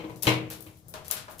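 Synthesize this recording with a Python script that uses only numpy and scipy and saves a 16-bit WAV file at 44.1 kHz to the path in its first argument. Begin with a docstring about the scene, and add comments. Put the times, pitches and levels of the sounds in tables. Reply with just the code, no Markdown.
"""Bathtub bump in a tiled bathroom

Something hard knocks the tub: it clacks, chatters and rings while the tub booms with a hollow tone.
Plastic clicks and rustles close to the left microphone; light hollow objects get dull taps.
Contacts are shaped noise bursts that the tiles answer, rings are sums of damped modes.
Soft thuds, a faint rumble and a little hiss lie underneath."""
import sys
import numpy as np
from scipy import signal
from scipy.fft import rfft, irfft, next_fast_len
from scipy.io import wavfile

SR = 44100
rng = np.random.default_rng(int(sys.argv[2]) if len(sys.argv) > 2 else 0)


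def transcribe(signal):
    """Save signal, clipped to [-1, 1], as a 16-bit WAV file at the path in sys.argv[1]."""
    frames = np.atleast_2d(signal).T
    limited = np.clip(frames, -1, 1)
    pcm = np.round(limited * 32767).astype(np.int16)
    wavfile.write(sys.argv[1], SR, pcm)


N = 61739
T = np.arange(N) / SR
FFT_SIZE = next_fast_len(2 * N)
HZ = np.fft.rfftfreq(FFT_SIZE, 1 / SR)

# Levels are relative within each table; a positive tilt brightens, a positive pan leans left.
# decay of the tiled room: f/Hz, t60/s
ROOM_DECAY = [(80, 1.02), (300, 0.74), (800, 0.38), (2500, 0.4168), (6000, 0.25), (11000, 0.27),
              (15000, 0.1753)]
# how alike the room sounds in the two microphones: f/Hz, correlation
ROOM_CORRELATION = [(80, 0.82), (300, 0.98), (600, 0.62), (1100, 0.082), (2300, 0.026), (5000, 0.021),
                    (15000, -0.37)]
# leftward lean of the room sound: f/Hz, pan/dB
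ROOM_PAN = [(60, 2.8), (150, 8.6), (500, 8.9), (2000, 2.5), (5000, 4.6), (12000, 9.6)]
# colour of the rumble and hiss: f/Hz, level/dB
ROOM_TONE_EQ = [(20, -11), (50, 0), (90, 9.5), (170, 5), (260, -5), (500, -3), (1000, -11.5), (2500, -25.5),
                (6000, -20), (11000, -28), (15000, -22)]
# swells and dips of the rumble and hiss: t/s, level/dB
ROOM_TONE_RIDE = [(0, -49.5), (.7, -53.5), (.81, -62.5), (.88, -53.5), (1.0, -50.5), (1.15, -55.5),
                  (1.4, -52.5)]
# soft low thuds: t/s, level/dB
THUD_CUES = [(0.666, -46), (0.756, -46.5), (0.863, -44.5), (1.072, -58), (1.16, -46.5)]
# bassy colour of a thud: f/Hz, level/dB
THUD_EQ = [(30, -11), (60, -7), (90, 10), (170, 2), (260, -18), (600, -24.5), (3000, -53.5)]
# light taps: t/s, level/dB, tilt/(dB/octave), ring trim/dB
TAP_CUES = [(0.502, -38.5, 5, -25), (0.9389, -38.5, 1.5, 7.5), (0.955, -42, -1.5, -8), (1.019, -55, 3, 0),
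            (1.1028, -35, 6.5, 0), (1.114, -35, 6.5, -39), (1.167, -35, 7, -7.5), (1.195, -45.5, 7, -11),
            (1.2816, -39, -0.5, 5.5), (1.318, -46.5, -3, -8)]
# dull colour of a tap: f/Hz, level/dB
TAP_EQ = [(60, -10.5), (200, -14), (400, -14), (650, -5.5), (1000, -3), (1600, -6.5), (2000, -11.5),
          (2600, -12.5), (4000, -16), (8000, -26), (15000, -48)]
# modes of the tapped hollow plastic: f/Hz, level/dB, t60/s
HOLLOW_MODES = [(409, -19, .6), (441, -17, .35), (624, -8, .35), (921, -14, .27), (1007, -14, .35),
                (1220, -12, .25), (1400, -11, .2), (1663, -14, .2)]
# plastic rustles: t/s, length/s, level/dB, tilt/(dB/octave)
RUSTLE_CUES = [(0.251, 0.042, -26.5, -13.5), (0.501, 0.0029, -32.5, 5), (0.506, 0.033, -38.5, -6),
               (0.623, 0.061, -45.5, 0), (0.694, 0.11, -55.5, -6), (1.055, 0.034, -48.5, -9.5),
               (1.298, 0.026, -48, -2.5), (1.382, .015, -41, 0)]
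# close plastic clicks: t/s, level/dB, tilt/(dB/octave), reverb trim/dB
CLICK_CUES = [(0.0967, -47, -5, 7), (0.1597, -40.5, -2.5, 7), (0.2233, -20.5, 0, 10.5),
              (0.2262, -21.5, -4, -19), (0.2309, -33.5, -9.5, 15), (0.2326, -11.5, 1.5, -10),
              (0.607, -29, 3, 2.5), (0.6253, -30, 4.5, -30), (0.772, -47, 0.5, 8.5),
              (0.8835, -29.5, 6.1, 7), (0.9398, -31, -8.5, 4), (1.047, -39, -5.5, 9.5),
              (1.0812, -22.5, 4, -0.5), (1.1117, -8.5, 0.45, 0), (1.1226, -27.5, -7.5, 6.5),
              (1.311, -35, 0, 4.5), (1.3932, -33, -6, 10.5)]
# bright colour of clicking and rubbed plastic: f/Hz, level/dB
PLASTIC_EQ = [(60, -60), (400, -28), (1500, -23), (2400, -16.5), (3300, -9), (5000, -5.5), (6300, -3.5),
              (8500, -3.5), (11000, 1.5), (12500, 2.5), (14000, -2), (15500, 5.5)]
# bumps on the tub: t/s, tub level/dB, clack level/dB, clack tilt/(dB/octave)
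BUMP_CUES = [(-0.012, -39, -38, -2), (0.041, -38.5, -42, -3.5), (0.097, -42, -45.5, -3.5),
             (0.2700, -18.5, -18.5, 2.5), (0.664, -50.5, -51.5, 1)]
# first contact and rebounds within a bump: delay/s, level/dB
CHATTER_HITS = [(0, -2), (.0075, -3.5), (0.0208, -10)]
# colour of the hard clack against the tub: f/Hz, level/dB
CLACK_EQ = [(25, -38.5), (50, -23.5), (100, -8), (170, 5.5), (260, -10), (450, 4.5), (700, -0.5),
            (1050, 0.5), (1600, -7), (2250, -0.5), (3100, -4.5), (3500, -8), (4100, -8), (4700, -14),
            (5500, -15), (9000, -26.5), (15000, -26)]
# modes of the hard object: f/Hz, level/dB, t60/s
OBJECT_MODES = [(1200, -6, .05), (1513, -21, .3), (2132, -9, .22), (2237, -11, .21), (2385, -9, .2),
                (2518, -14, .21), (2852, -14, .25), (3115, -11, .18), (3277, -17, .25), (3957, -19, .2),
                (4050, -9, .07)]
# modes of the tub: f/Hz, level/dB, t60/s
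TUB_MODES = [(102.5, -18, .8), (123.5, -12, .6), (134, -15, .35), (210, -14, .5), (315, -2, .66),
             (321, -5, .2), (469, -13, .58), (480, -3, .09), (523, -12, .38), (623, -18, .45),
             (748, -17, .48), (858, -15, .33), (983, -16, .36), (1040, -15, .34)]

TUB_PAN_DB, OBJECT_PAN_DB = 3.2, 3.5


def amp(db):
    """Decibels to gain."""
    return 10 ** (np.asarray(db) / 20)


def curve_at(points, hz):
    """Read a curve of (f/Hz, value) points on a log frequency axis."""
    freqs, values = np.transpose(points)
    return np.interp(np.log(hz + 1), np.log(freqs + 1), values)


def pan(db):
    """Left and right gains for a level difference."""
    return amp(np.array([[.5], [-.5]]) * db)


def decay(t60):
    """Exponential envelope, down 60 dB after t60 seconds."""
    return np.exp(-np.log(1000) * T / t60)


def place(out, t, sound):
    """Mix a sound into out from time t on; t may lie before the start."""
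    start = round(t * SR)
    part = sound[:, max(0, -start):max(0, N - start)]
    out[:, max(0, start):max(0, start) + part.shape[1]] += part


def normalise(sound, burst_s=.005):
    """Give a sound the energy of a full-level burst lasting burst_s."""
    energy = np.mean(np.sum(sound ** 2, -1))
    return sound * np.sqrt(burst_s * SR / (energy + 1e-20))


def equalise(sound, eq, tilt_db=0):
    """Tilted minimum-phase EQ: nothing rings ahead of the attack."""
    gain = amp(curve_at(eq, HZ) + tilt_db * np.log2((HZ + 300) / 1000))
    cepstrum = irfft(np.log(gain), FFT_SIZE)
    cepstrum[1:FFT_SIZE // 2] *= 2
    cepstrum[FFT_SIZE // 2 + 1:] = 0
    return irfft(rfft(sound, FFT_SIZE) * np.exp(rfft(cepstrum)), FFT_SIZE)[..., :N]


def stereo_angle(hz):
    """Half the phase angle between the microphones that gives the room's correlation."""
    return np.arccos(np.clip(curve_at(ROOM_CORRELATION, hz), -1, 1)) / 2


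def diffuse_noise():
    """Noise arriving from all round the room: narrow in the bass, wide in the treble."""
    mid, side = rfft(rng.standard_normal((2, FFT_SIZE)))
    angle = stereo_angle(HZ)
    mid, side = np.cos(angle) * mid, np.sin(angle) * side
    pair = np.array([mid + side, mid - side])
    return irfft(pair * pan(curve_at(ROOM_PAN, HZ)), FFT_SIZE)[:, :N]


def tile_reverb(build_s=.0035):
    """Reflections off the tiles build into a tail that dies faster in the treble."""
    hz, t, bands = signal.stft(diffuse_noise(), SR, nperseg=256)
    damping = amp(-60 * t / curve_at(ROOM_DECAY, hz)[:, None])
    tail = signal.istft(bands * damping, SR, nperseg=256)[1][:, :N]
    return tail * (1 - np.exp(-T / build_s))


def contact(eq, tilt_db, t60, pan_db, reverb_db, lag_s=.0003):
    """A noise burst from the left, reaching the right microphone later, plus the room's answer."""
    burst = normalise(equalise(rng.standard_normal(N) * decay(t60), eq, tilt_db))
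    delayed = irfft(rfft(burst, FFT_SIZE) * np.exp(-2j * np.pi * HZ * lag_s), FFT_SIZE)[:N]
    tail = normalise(equalise(tile_reverb(), eq, tilt_db))
    return np.array([burst, delayed]) * pan(pan_db) + amp(reverb_db) * tail


def ring(modes, scatter_db, attack_s=.001):
    """Damped modes, mixed anew at each blow; high ones reach the microphones out of step."""
    tone = np.zeros((2, N))
    for k, (hz, db, t60) in enumerate(modes):
        gain = amp(db + scatter_db * rng.standard_normal())
        phase = (-1) ** k * stereo_angle(hz) * np.array([[1], [-1]])
        tone += gain * decay(t60) * np.sin(2 * np.pi * hz * T + phase)
    return tone * (1 - np.exp(-T / attack_s))


def room_tone():
    """A bed of low rumble and faint hiss whose level dips briefly midway."""
    noise = equalise(diffuse_noise(), ROOM_TONE_EQ)
    ride_db = np.interp(T, *np.transpose(ROOM_TONE_RIDE))
    return noise / noise.std() * amp(ride_db)


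def soft_thuds():
    """Soft, heavy contacts that stir the bass of the room."""
    out = np.zeros((2, N))
    for t, db in THUD_CUES:
        place(out, t, amp(db) * contact(THUD_EQ, tilt_db=0, t60=.12, pan_db=3.5, reverb_db=-2))
    return out


def hollow_taps():
    """Light touches on hollow plastic: a dull, roomy knock and a short ring."""
    out = np.zeros((2, N))
    for t, db, tilt_db, ring_db in TAP_CUES:
        knock = amp(-6.5) * contact(TAP_EQ, tilt_db, t60=.02, pan_db=2.5, reverb_db=9)
        body = amp(ring_db - 7) * ring(HOLLOW_MODES, scatter_db=2.5) * pan(OBJECT_PAN_DB)
        place(out, t, amp(db) * (knock + body))
    return out


def plastic_rustles(slips_per_s=900, reverb_db=3.5):
    """Rubbed plastic: a quick run of tiny slips, mostly heard off the walls."""
    out = np.zeros((2, N))
    for t, length, db, tilt_db in RUSTLE_CUES:
        slips = (rng.random(N) < slips_per_s / SR) * rng.choice([-1, 1], N)
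        gate = np.clip((length - T) * 1000, 0, 1)  # closes over 1 ms
        grit = (slips + .08 * rng.standard_normal(N)) * gate
        direct = normalise(equalise(grit, PLASTIC_EQ, tilt_db))
        wet = normalise(signal.fftconvolve(direct[None], tile_reverb(), axes=1)[:, :N])
        place(out, t, amp(db) * (direct * pan(4.6) + amp(reverb_db) * wet))
    return out


def plastic_clicks():
    """Plastic snaps sharply right beside the left microphone."""
    out = np.zeros((2, N))
    for t, db, tilt_db, trim_db in CLICK_CUES:
        snap = contact(PLASTIC_EQ, tilt_db, t60=.014, pan_db=23.5, reverb_db=trim_db + 6)
        place(out, t, amp(db) * snap)
    return amp(-16.5) * out


def tub_bumps():
    """Each bump rings both the tub and the hard object, which clacks and chatters against it."""
    out = np.zeros((2, N))
    for t, tub_db, clack_db, tilt_db in BUMP_CUES:
        boom = amp(tub_db) * ring(TUB_MODES, scatter_db=4.5) * pan(TUB_PAN_DB)
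        object_db = clack_db + tilt_db - .5  # a brighter clack rings the object harder
        clink = amp(object_db) * ring(OBJECT_MODES, scatter_db=3.5) * pan(OBJECT_PAN_DB)
        place(out, t, boom + clink)
        for delay, hit_db in CHATTER_HITS:
            clack = contact(CLACK_EQ, tilt_db, t60=.02, pan_db=8.5, reverb_db=5)
            place(out, t + delay, amp(clack_db + hit_db) * clack)
    return out


def scene():
    """The stereo mix: tub and plastic in front, thuds and room tone behind."""
    return tub_bumps() + plastic_clicks() + plastic_rustles() + hollow_taps() + soft_thuds() + room_tone()


def record(dry):
    """A steep high cut takes off the topmost air."""
    cutoff_hz = 15450
    return irfft(rfft(dry, FFT_SIZE) / (1 + (HZ / cutoff_hz) ** 120), FFT_SIZE)[:, :N]


dry = scene()
out = record(dry)
transcribe(out)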